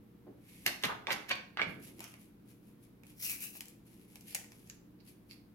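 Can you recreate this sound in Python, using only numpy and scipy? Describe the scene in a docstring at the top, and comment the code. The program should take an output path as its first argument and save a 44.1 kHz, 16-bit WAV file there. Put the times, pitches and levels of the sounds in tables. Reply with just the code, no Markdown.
"""A hum and faint hiss run throughout. Hands thud on a desk; a plastic film peels off a phone in a hiss of tiny
slips, snaps free with a rip, then flaps, buckles, ticks and rings (bursts of impulses through resonances).
After soft thuds, fingers rub and crease a foil sachet, which drags over the mat; it tears in short pulls of
clumped fractures and snaps. The halves part with a crack, the torn strip clicks down and the pouch crinkles.
A small room, made of fading noise echoes, answers all of this but the hum and hiss."""
import sys
import numpy as np
from scipy import signal
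from scipy.fft import rfft, irfft, next_fast_len
from scipy.io import wavfile
from scipy.ndimage import map_coordinates

SR = 44100
rng = np.random.default_rng(int(sys.argv[2]) if len(sys.argv) > 2 else 0)


def log_audio(samples):
    """Write samples as a 16-bit WAV file to the path given in sys.argv[1]."""
    # one column per channel
    frames = np.atleast_2d(samples).T
    # limit to full scale, then quantise
    limited = np.clip(frames, -1, 1)
    pcm = np.round(limited * 32767).astype(np.int16)
    wavfile.write(sys.argv[1], SR, pcm)


N = 244585

# Levels in the tables are relative: later gains may shift them.
# crackling colour of the film's edge and buckles: (f/Hz, level/dB)
CRACK_COLOUR = [(200, -33.5), (1000, -1.5), (3700, 3.5), (4600, 5.5), (5400, 6), (8000, -3), (12500, 5.5),
                (16000, -23.5)]
FREE_S = .664  # the film comes free


def amp(db):
    """Decibels to gain."""
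    return 10 ** (np.asarray(db) / 20)


def unit(x):
    """Scale to rms 1."""
    return x / np.sqrt(np.mean(x ** 2) + 1e-20)


def along(points, hz):
    """Read (Hz, value) points on a log frequency axis."""
    f, v = np.transpose(points)
    return np.interp(np.log(hz + 1), np.log(f + 1), v)


def wobble(rate):
    """A smooth random curve through rate random points a second."""
    points = rng.standard_normal(int(N * rate / SR) + 4)
    return map_coordinates(points, [np.arange(N) * rate / SR])


def coloured(x, gain_db):
    """Filter without pre-echo, given its gain in dB as a function of frequency."""
    m = 2 * next_fast_len(x.shape[-1] // 2 + 2048)
    # folding the cepstrum forward in time puts all of the filter's answer after the sound
    cepstrum = irfft(np.log(amp(gain_db(np.fft.rfftfreq(m, 1 / SR)))))
    cepstrum[1:m // 2] *= 2
    cepstrum[m // 2 + 1:] = 0
    return irfft(rfft(x, m) * np.exp(rfft(cepstrum)), m)[..., :x.shape[-1]]


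def hump(hz, centre, q):
    """Gain in dB of one resonance; a higher q is narrower."""
    ratio = (hz + 1) / centre
    return -10 * np.log10(1 + (q * (ratio - 1 / ratio)) ** 2)


def spread(three, apart):
    """Left and right from one shared signal and one of their own each; apart 0 is mono."""
    apart = np.clip(apart, 0, 1)
    return np.sqrt(1 - apart) * three[0] + np.sqrt(apart) * three[1:]


def crackle(count, rate, scatter_db, apart):
    """count samples of stereo impulses, about rate a second, of scattered sizes."""
    happens = rng.random(count) < rate / SR
    sizes = happens * amp(scatter_db * np.clip(rng.standard_normal(count), -2, 2))
    return sizes * spread(rng.choice([-1, 1], (3, count)), apart)


def burst(t60, gain_db, apart, attack):
    """A coloured stereo flurry; attack (s) sets its swell, t60 (s) its dying away and its loudness."""
    t = np.arange(SR // 4) / SR
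    fade = amp(-60 * t / t60) * (1 - np.exp(-t / attack))
    z = rfft(fade * spread(rng.choice([-1., 1.], (3, len(t))), apart))
    # flatten most peaks of the random spectrum, so that the colour decides where it rings
    even = irfft(z / (np.abs(z) + 1e-9) ** .8, len(t)) * amp(-15 * t / t60)
    return unit(coloured(even, gain_db)) * np.sqrt(np.mean(amp(-120 * t / t60)))


def add(track, s, x):
    """Mix x into the track from time s."""
    part = track[:, max(round(s * SR), 0):][:, :x.shape[-1]]
    part += x[:, :part.shape[-1]]


def placed(x, pan_db, count):
    """Lean to the left by pan_db; the right side lags by count samples."""
    return np.array([x[0] * amp(pan_db / 2), np.roll(x[1], count) * amp(-pan_db / 2)])


def stroke(s, length, db, rise_db_per_s, fall_db_per_s):
    """Gain of one movement: it swells up to time s, holds for length seconds and fades."""
    t = np.arange(N) / SR - s
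    return amp(db + rise_db_per_s * np.minimum(t, 0) - fall_db_per_s * np.maximum(t - length, 0))


def snaps(rows, spectrum, t60):
    """Single sharp snaps from (s, dB) rows."""
    out = np.zeros((2, N))
    for s, db in rows:
        add(out, s, amp(db) * burst(t60, lambda hz: along(spectrum, hz), apart=.4, attack=.0002))
    return out


def sheet(hz, pitch, q, edge):
    """Gain in dB of the bent film: loud around its pitch, weak above edge times that, with a low boom."""
    bend = amp(hump(hz, pitch, q))
    boom = amp(-14) * amp(1.5 * hump(hz, 380, q=0.42))
    treble_cut = np.sqrt(1 + (hz / (edge * pitch)) ** 6)
    return 20 * np.log10(np.hypot(bend, boom) / treble_cut)


def peel():
    """The adhesive lets go in a fine hiss of tiny slips, and the last of it in one short rip."""
    # colour of the adhesive: (f/Hz, level/dB)
    adhesive = [(700, -45.5), (2200, 8), (3500, -1), (8000, -3.5), (11500, 7.5), (16000, -14)]
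    start_s, hiss_db, rise_db_per_s = .49, -62, 197.5
    rip_db, let_go_db_per_s = -26.5, 8004
    slips = crackle(N, rate=6000, scatter_db=4, apart=.6)
    lifting = stroke(start_s, FREE_S - start_s, hiss_db, rise_db_per_s, let_go_db_per_s)
    rip = stroke(FREE_S, 0, rip_db, let_go_db_per_s, let_go_db_per_s)
    hiss = unit(coloured(slips, lambda hz: along(adhesive, hz)))
    return placed((lifting + rip) * hiss, pan_db=-1.0, count=6)


def buckles():
    """Big buckles flip through singly, with a pop and a crack that softens as the film slackens."""
    # buckles of the film: (t/s, level/dB, f/Hz, q of the ring)
    buckle_rows = [(0.6637, -21, 2300, 2), (0.837, -21.5, 2750, 2.4), (1.0703, -27, 2320, 1.4),
                   (1.096, -35, 1790, 2.5), (1.1054, -25, 2170, 2.2), (1.1126, -24.5, 1920, 2.7),
                   (1.3139, -24, 2800, 2.4), (1.3183, -34.5, 3250, 2), (1.5723, -29, 1770, 0.89),
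                   (1.6165, -19.5, 2245, 5.4), (1.6243, -30, 2250, 4.9)]
    t60, slacken_db_per_s = 0.013, 71
    out = np.zeros((2, N))
    for s, db, pitch, q in buckle_rows:
        # the flip is one clean kick with a short shudder of the sheet
        colour = lambda hz: sheet(hz, pitch, q, edge=2.1)
        shudder = burst(t60, colour, apart=.35, attack=.0005)
        kick = unit(coloured(signal.unit_impulse(shudder.shape[1]), colour)) * np.std(shudder)
        pop = .85 * kick + .55 * shudder
        crack = burst(t60, lambda hz: along(CRACK_COLOUR, hz), apart=.4, attack=.001)
        crack_db = -slacken_db_per_s * (s - FREE_S)
        pair = placed(pop, pan_db=-3, count=4) + amp(crack_db) * placed(crack, pan_db=3.0, count=6)
        add(out, s, amp(db) * pair)
    return out


def flaps():
    """Each wobble of the film is a run of small buckles; its face booms and its edge crackles."""
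    # wobbles of the film: (t/s at the height, level/dB, f/Hz, time to rise by 30 dB/s, q of the ring)
    flap_rows = [(.677, -33.5, 2930, .025, 0.54), (.845, -25.5, 1880, 0.012, 0.59),
                 (.855, -36.5, 3080, 0.046, 1.2), (.901, -36.5, 1110, 0.051, 1.27),
                 (.924, -39.5, 1200, 0.029, 1.2), (1.087, -34.5, 800, 0.02, 1.6),
                 (1.117, -32, 1970, 0.047, 0.65), (1.129, -39, 3270, 0.045, 0.8),
                 (1.295, -48, 3570, 0.015, 1), (1.3149, -29, 2244, 0.033, 1.1),
                 (1.597, -29, 1800, 0.025, 3.2), (1.631, -48, 2150, 0.015, 2.95)]
    fall_s = 0.015  # time to die by 30 dB
    # a tighter bend rings higher and crackles more; at tight_hz edge and face match before panning
    tight_hz, crackle_db_per_octave = 3136, 41
    out, t = np.zeros((2, N)), np.arange(-SR // 8, SR // 8) / SR
    for s, db, pitch, rise, q in flap_rows:
        swell = amp(db - 30 * np.maximum(-t / rise, t / fall_s))
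        crack_db = crackle_db_per_octave * np.log2(pitch / tight_hz)
        pops = crackle(len(t), rate=2000, scatter_db=2.5, apart=.35)
        face = unit(coloured(pops, lambda hz: sheet(hz, pitch, q, edge=1.64)))
        edge = unit(coloured(pops, lambda hz: along(CRACK_COLOUR, hz)))
        pair = placed(face, pan_db=0.5, count=6) + amp(crack_db) * placed(edge, pan_db=-2.0, count=6)
        add(out, s + t[0], swell * pair)
    return out


def edge_ticks():
    """The edge of the film ticks in single short snaps."""
    # ticks: (t/s, level/dB)
    tick_rows = [(.8272, -40), (.8528, -32), (1.2902, -40.5), (1.2942, -49), (1.3555, -42.5), (1.6325, -49)]
    # colour of a tick: (f/Hz, level/dB)
    edge_colour = [(500, -12), (2500, 2), (6500, -3), (12500, -2), (16000, -14)]
    return placed(snaps(tick_rows, edge_colour, t60=0.0043), pan_db=5.0, count=6)


def twangs():
    """The free edge of the film keeps ringing in a narrow band after a flick."""
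    # flicks: (t/s, level/dB, f/Hz)
    twang_rows = [(0.663, -41, 4380), (1.311, -44.5, 4500)]
    out = np.zeros((2, N))
    for s, db, pitch in twang_rows:
        ring = burst(0.16, lambda hz: 2 * hump(hz, pitch, q=13), apart=.5, attack=0.0014)
        add(out, s, amp(db) * ring)
    return placed(out, pan_db=6.0, count=5)


def gliding(x, path, width_hz):
    """A resonance of fixed width whose centre follows (s, Hz) points."""
    centre = np.interp(np.arange(N) / SR, *np.transpose(path))
    # shift the centre down to 0 Hz, smooth there, then shift back up
    turn = np.exp(2j * np.pi * np.cumsum(centre) / SR)
    pole = np.exp(-2 * np.pi * width_hz / SR)
    return np.real(turn * signal.lfilter([1], np.poly([pole, pole]), x / turn))


def tear():
    """Tiny fractures run in clumps between snaps of the seam and ring the loose flap, which grows."""
    # pulls on the foil: (t/s, length/s, level/dB)
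    pulls = [(3.248, 0.0064, -36.5), (3.300, 0.029, -40.5), (3.416, 0.057, -44.5), (3.561, .007, -50)]
    # single snaps of the seam: (t/s, level/dB)
    seam_rows = [(3.2143, -40.5), (3.2257, -29.5), (3.2972, -21.5), (3.3078, -23.5), (3.3622, -32.5),
                 (3.4058, -32)]
    # ring of the loose flap, lower as it grows and higher as it is pulled taut: (t/s, f/Hz)
    flap_ring = [(3.21, 2480), (3.268, 2830), (3.335, 2440), (3.41, 2660), (3.476, 2770)]
    # colour of tearing foil: (f/Hz, level/dB)
    foil = [(200, -34), (600, -16), (1200, -21.5), (1900, -19.5), (2600, 4), (3700, -2), (5300, -0.5),
            (7500, -0.5), (9500, 3.5), (11700, 8), (14000, 1), (16000, 6.5)]
    clumps = amp(1.6 * wobble(220) + 1.8 * wobble(70))
    fractures = crackle(N, rate=7000, scatter_db=3.5, apart=.4) * clumps
    fizz = unit(coloured(fractures, lambda hz: along(foil, hz)))
    short_flap = unit(coloured(fractures, lambda hz: 2 * hump(hz, 5700, q=3.8)))
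    long_flap = unit(gliding(fractures, flap_ring, width_hz=390))
    t, starts = np.arange(N) / SR, [pull[0] for pull in pulls]
    # the short flap's ring gives way to the long one's, which then weakens
    young = np.interp(t, starts, [.7, 0, 0, 0])
    grown = np.interp(t, starts, [.5, 1, .8, .4])
    pulling = sum(stroke(*pull, rise_db_per_s=400, fall_db_per_s=490) for pull in pulls)
    rings = amp(-10.5) * young * short_flap + amp(-5.5) * grown * long_flap
    return pulling * (amp(4.0) * fizz + rings) + snaps(seam_rows, foil, t60=.003)


def rubs():
    """Fingers slide on the foil in uneven runs of tiny slips."""
    # slides of the fingers: (t/s, length/s, level/dB)
    rub_rows = [(1.695, 0.0097, -60.5), (1.828, 0.048, -53.5), (1.988, 0.068, -58.5), (2.092, .03, -64),
                (2.209, 0.0084, -59.5), (2.48, 0.031, -64.5), (2.645, 0.063, -70.5), (2.827, 0.015, -65.5),
                (3.072, 0.031, -62), (3.685, 0.0045, -58), (3.869, 0.15, -66.5), (4.09, 0.13, -64.5),
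                (4.281, 0.042, -50.5), (4.513, 0.22, -67.5), (5.072, 0.0059, -57.5), (5.307, 0.01, -62)]
    # colour of skin on foil: (f/Hz, level/dB)
    skin = [(300, -19.5), (1000, -24.5), (2400, 2), (3600, -3.5), (6000, -4.5), (8500, -4.5), (10500, 4.5),
            (12500, 1), (14000, -7), (16000, -12.5)]
    slips = crackle(N, rate=2500, scatter_db=4, apart=.6) * amp(1.5 * wobble(60))
    rubbing = sum(stroke(*rub, rise_db_per_s=601, fall_db_per_s=249) for rub in rub_rows)
    return amp(-2.5) * rubbing * unit(coloured(slips, lambda hz: along(skin, hz)))


def creases():
    """Each crease of the foil flips with a tick that rings its own facet; fingers touching down to start a
    slide tick the same way."""
    # creases, and touches that start a slide: (t/s, level/dB, boost mostly below 3 kHz/dB, ring of the facet
    # f/Hz)
    crease_rows = [(1.993, -39.5, 1, 2880), (2.0047, -32, 8, 990), (2.0411, -34, 4, 5700),
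                   (2.1395, -41.5, 19, 2090), (3.0343, -47, 15, 2300), (3.0672, -48.5, -5, 2800),
                   (3.553, -45, 17, 1200), (3.6071, -28, -4, 3000), (3.656, -42.5, -5, 7500),
                   (3.6828, -40, -18, 7400), (4.1567, -37.5, -2, 2560), (4.209, -44, -14, 5700),
                   (4.3277, -44.5, 10, 3100), (4.3473, -20.5, -3, 6960), (4.3510, -21, -1.5, 1960),
                   (4.3875, -40.5, 6, 690), (4.4436, -46, 13, 2000), (4.519, -43, 14, 5500)]
    # colour shared by the creases: (f/Hz, level/dB)
    crease_colour = [(200, -39), (500, -6), (800, -3), (1300, -9.5), (2400, 5), (3600, -4), (5000, -0.5),
                     (8000, -0.5), (12000, 2.5), (16000, -6.5)]
    out = np.zeros((2, N))
    for s, db, body_db, pitch in crease_rows:
        facet = lambda hz: 6 * amp(hump(hz, pitch, q=4.2))
        body = lambda hz: body_db / (1 + (hz / 3000) ** 2)
        colour = lambda hz: along(crease_colour, hz) + body(hz) + facet(hz)
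        add(out, s, amp(db - 3.5) * burst(.01, colour, apart=.4, attack=.0006))
    return out


def sachet():
    """The foil tears, is rubbed and creases, all from one place."""
    return placed(tear() + rubs() + creases(), pan_db=0.5, count=7)


def pick_up():
    """The stiff edge of the sachet drags over the mat in tiny slips as it is lifted."""
    # the drag: (t/s, length/s, level/dB)
    drag = (2.01, 0.042, -57.5)
    # colour of the scrape: (f/Hz, level/dB)
    scrape = [(300, -16), (700, -18), (1250, 4), (1800, -6), (3000, 4), (4000, -17), (5800, -1.5),
              (8000, -14), (16000, -22)]
    slips = crackle(N, rate=1800, scatter_db=4, apart=.5)
    dragging = stroke(*drag, rise_db_per_s=1200, fall_db_per_s=194)
    return dragging * unit(coloured(slips, lambda hz: along(scrape, hz)))


def pouch():
    """Small folds give way in the squeezed, opened pouch and sound its hollow."""
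    # squeezes: (t/s, length/s, level/dB)
    squeezes = [(4.308, 0.018, -62), (4.998, 0.011, -71), (5.072, 0.0097, -69), (5.306, 0.0047, -54.5)]
    # rings of the hollow: (f/Hz, q, level/dB)
    hollow_rings = [(2450, 3, -5.5), (4590, 5.7, -0.5)]
    folds = crackle(N, rate=1530, scatter_db=8.5, apart=0.78)

    def hollow(hz):
        return 20 * np.log10(sum(amp(db + 1.75 * hump(hz, centre, q)) for centre, q, db in hollow_rings))

    squeezing = sum(stroke(*squeeze, rise_db_per_s=1801, fall_db_per_s=601.5) for squeeze in squeezes)
    return placed(squeezing * unit(coloured(folds, hollow)), pan_db=-1.5, count=5)


def strip():
    """The light torn-off strip ticks on the desk as it lands and settles."""
    # touches: (t/s, level/dB)
    landing = [(4.673, -58), (4.698, -39.5), (4.712, -60)]
    # colour of the strip: (f/Hz, level/dB)
    strip_colour = [(300, -33.5), (900, -16), (1600, 6), (2000, 1), (2450, 9), (3300, 0), (4400, 3.5),
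                    (7200, 11.5), (9000, -11), (12500, 4), (16000, -30.5)]
    out = np.zeros((2, N))
    for s, db in landing:
        tick = burst(0.017, lambda hz: along(strip_colour, hz), apart=0.51, attack=0.0007)
        add(out, s, amp(db) * tick)
    return placed(out, pan_db=-1.0, count=11)


def mat():
    """Soft, dull blows of the hands on the desk, which gives little deep bass."""
    # presses and knocks: (t/s, level/dB, f/Hz, fade setting t60/s)
    thuds = [(0.265, -38, 326, 0.19), (.843, -28.5, 191, 0.083), (1.112, -33.5, 205, 0.087),
             (1.661, -33.5, 143, 0.24), (1.761, -40.5, 228.3, 0.35), (1.861, -48, 290, 0.61),
             (1.984, -41, 294, 0.096)]
    desk_low_hz = 92.3  # the desk radiates little below this
    out = np.zeros((2, N))
    for s, db, pitch, t60 in thuds:
        bass_cut = lambda hz: 10 * np.log10(1 + (desk_low_hz / (hz + 1)) ** 6)
        colour = lambda hz: 2.04 * hump(hz, pitch, q=1.0) - bass_cut(hz)
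        add(out, s, amp(db - 13.5) * burst(t60, colour, apart=0.023, attack=0.0023))
    return placed(out, pan_db=-0.5, count=3)


def paired(spectrum, count):
    """count samples of coloured stereo noise, more alike in the bass than in the treble."""
    # left-right likeness: (f/Hz, likeness from 0 to 1)
    alike = [(50, 0.64), (150, 0.95), (300, 0.71), (700, 0.11), (3000, 0.032), (12000, 0.11)]
    hz = np.fft.rfftfreq(count, 1 / SR)
    turn = np.arccos(np.clip(along(alike, hz), -1, 1)) / 2
    noise = rfft(rng.standard_normal((2, count))) * amp(along(spectrum, hz))
    mid, side = irfft(noise * [np.cos(turn), np.sin(turn)], count)
    return np.array([mid + side, mid - side])


def walls():
    """A near wall answers in a quick cluster, then the room dies away band by band."""
    # colour of the reflections: (f/Hz, level/dB)
    wall_colour = [(150, 3.5), (700, 2.5), (2500, -2), (6000, -2.5), (13000, -5.5)]
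    # time to fade by 60 dB: (f/Hz, t60/s)
    room_fade = [(150, 0.6), (500, 0.51), (1200, 0.46), (3000, 0.39), (7000, 0.39), (14000, 0.319)]
    hz, t, z = signal.stft(paired(wall_colour, SR // 2), SR, nperseg=256)
    fade = amp(-60 * t / along(room_fade, hz)[:, None])
    tail = signal.istft(z * fade, SR, nperseg=256)[1]
    t = np.arange(tail.shape[1]) / SR
    cluster = np.exp(-((t - .011) / 0.0076) ** 2)
    return tail * np.clip(t / .002, 0, 1) * (1 + 0.54 * cluster)


def room(x):
    """The room's noise echoes are drawn afresh each fifth of a second, so that no random ring persists."""
    out, step = np.zeros((2, N)), SR // 5
    for start in range(0, N, step):
        add(out, start / SR, signal.fftconvolve(x[:, start:start + step], walls(), axes=1))
    return amp(-33.0) * out


def background():
    """An appliance hums in unsteady sine tones over low rumble and thin hiss."""
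    # tones of the hum: (f/Hz, level/dB)
    hum_tones = [(118.4, -70), (145.3, -90), (177.6, -70), (209.9, -69), (296.1, -73), (328.4, -80),
                 (473.7, -81)]
    # colour of the rumble and hiss: (f/Hz, level/dB)
    air = [(20, -18), (65, -5), (90, -9), (110, -7), (180, -3), (300, -3.5), (420, -11), (600, -20),
           (1000, -24), (2000, -29.5), (4000, -35.5), (8000, -43.5), (12000, -34.5), (16000, -36)]
    t = np.arange(N) / SR
    hum = np.zeros(N)
    for f, db in hum_tones:
        level = amp(db + 2 * wobble(4)) * np.sqrt(2)
        hum += level * np.sin(2 * np.pi * f * t + .4 * wobble(4))
    noise = unit(paired(air, next_fast_len(N))[:, :N])
    return amp(-61.0) * noise + amp(0.5) * hum


def ports(x):
    """The two microphone ports favour different bands of the sound from the desk."""
    # balance of the ports: (f/Hz, left over right level/dB)
    lean = [(120, 0.5), (250, -2.5), (1000, 1.5), (2200, -4), (4000, -2), (8000, 3.5), (13000, 4)]
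    left = coloured(x[0], lambda hz: along(lean, hz) / 2)
    right = coloured(x[1], lambda hz: -along(lean, hz) / 2)
    return np.array([left, right])


def scene():
    """Film, foil and hands share one room; the big buckles are sent to it slightly stronger."""
    pops = buckles()
    film = peel() + flaps() + edge_ticks() + twangs()
    handling = film + sachet() + pick_up() + pouch() + strip() + mat()
    return ports(pops + handling + room(handling + amp(1.5) * pops)) + background()


def record(dry):
    """The recorder keeps nothing above its band limit of 16 kHz."""
    m = next_fast_len(N + SR // 2)
    kept = np.fft.rfftfreq(m, 1 / SR) < 16000
    return irfft(rfft(dry, m) * kept, m)[:, :N]


dry = scene()
out = record(dry)
log_audio(out)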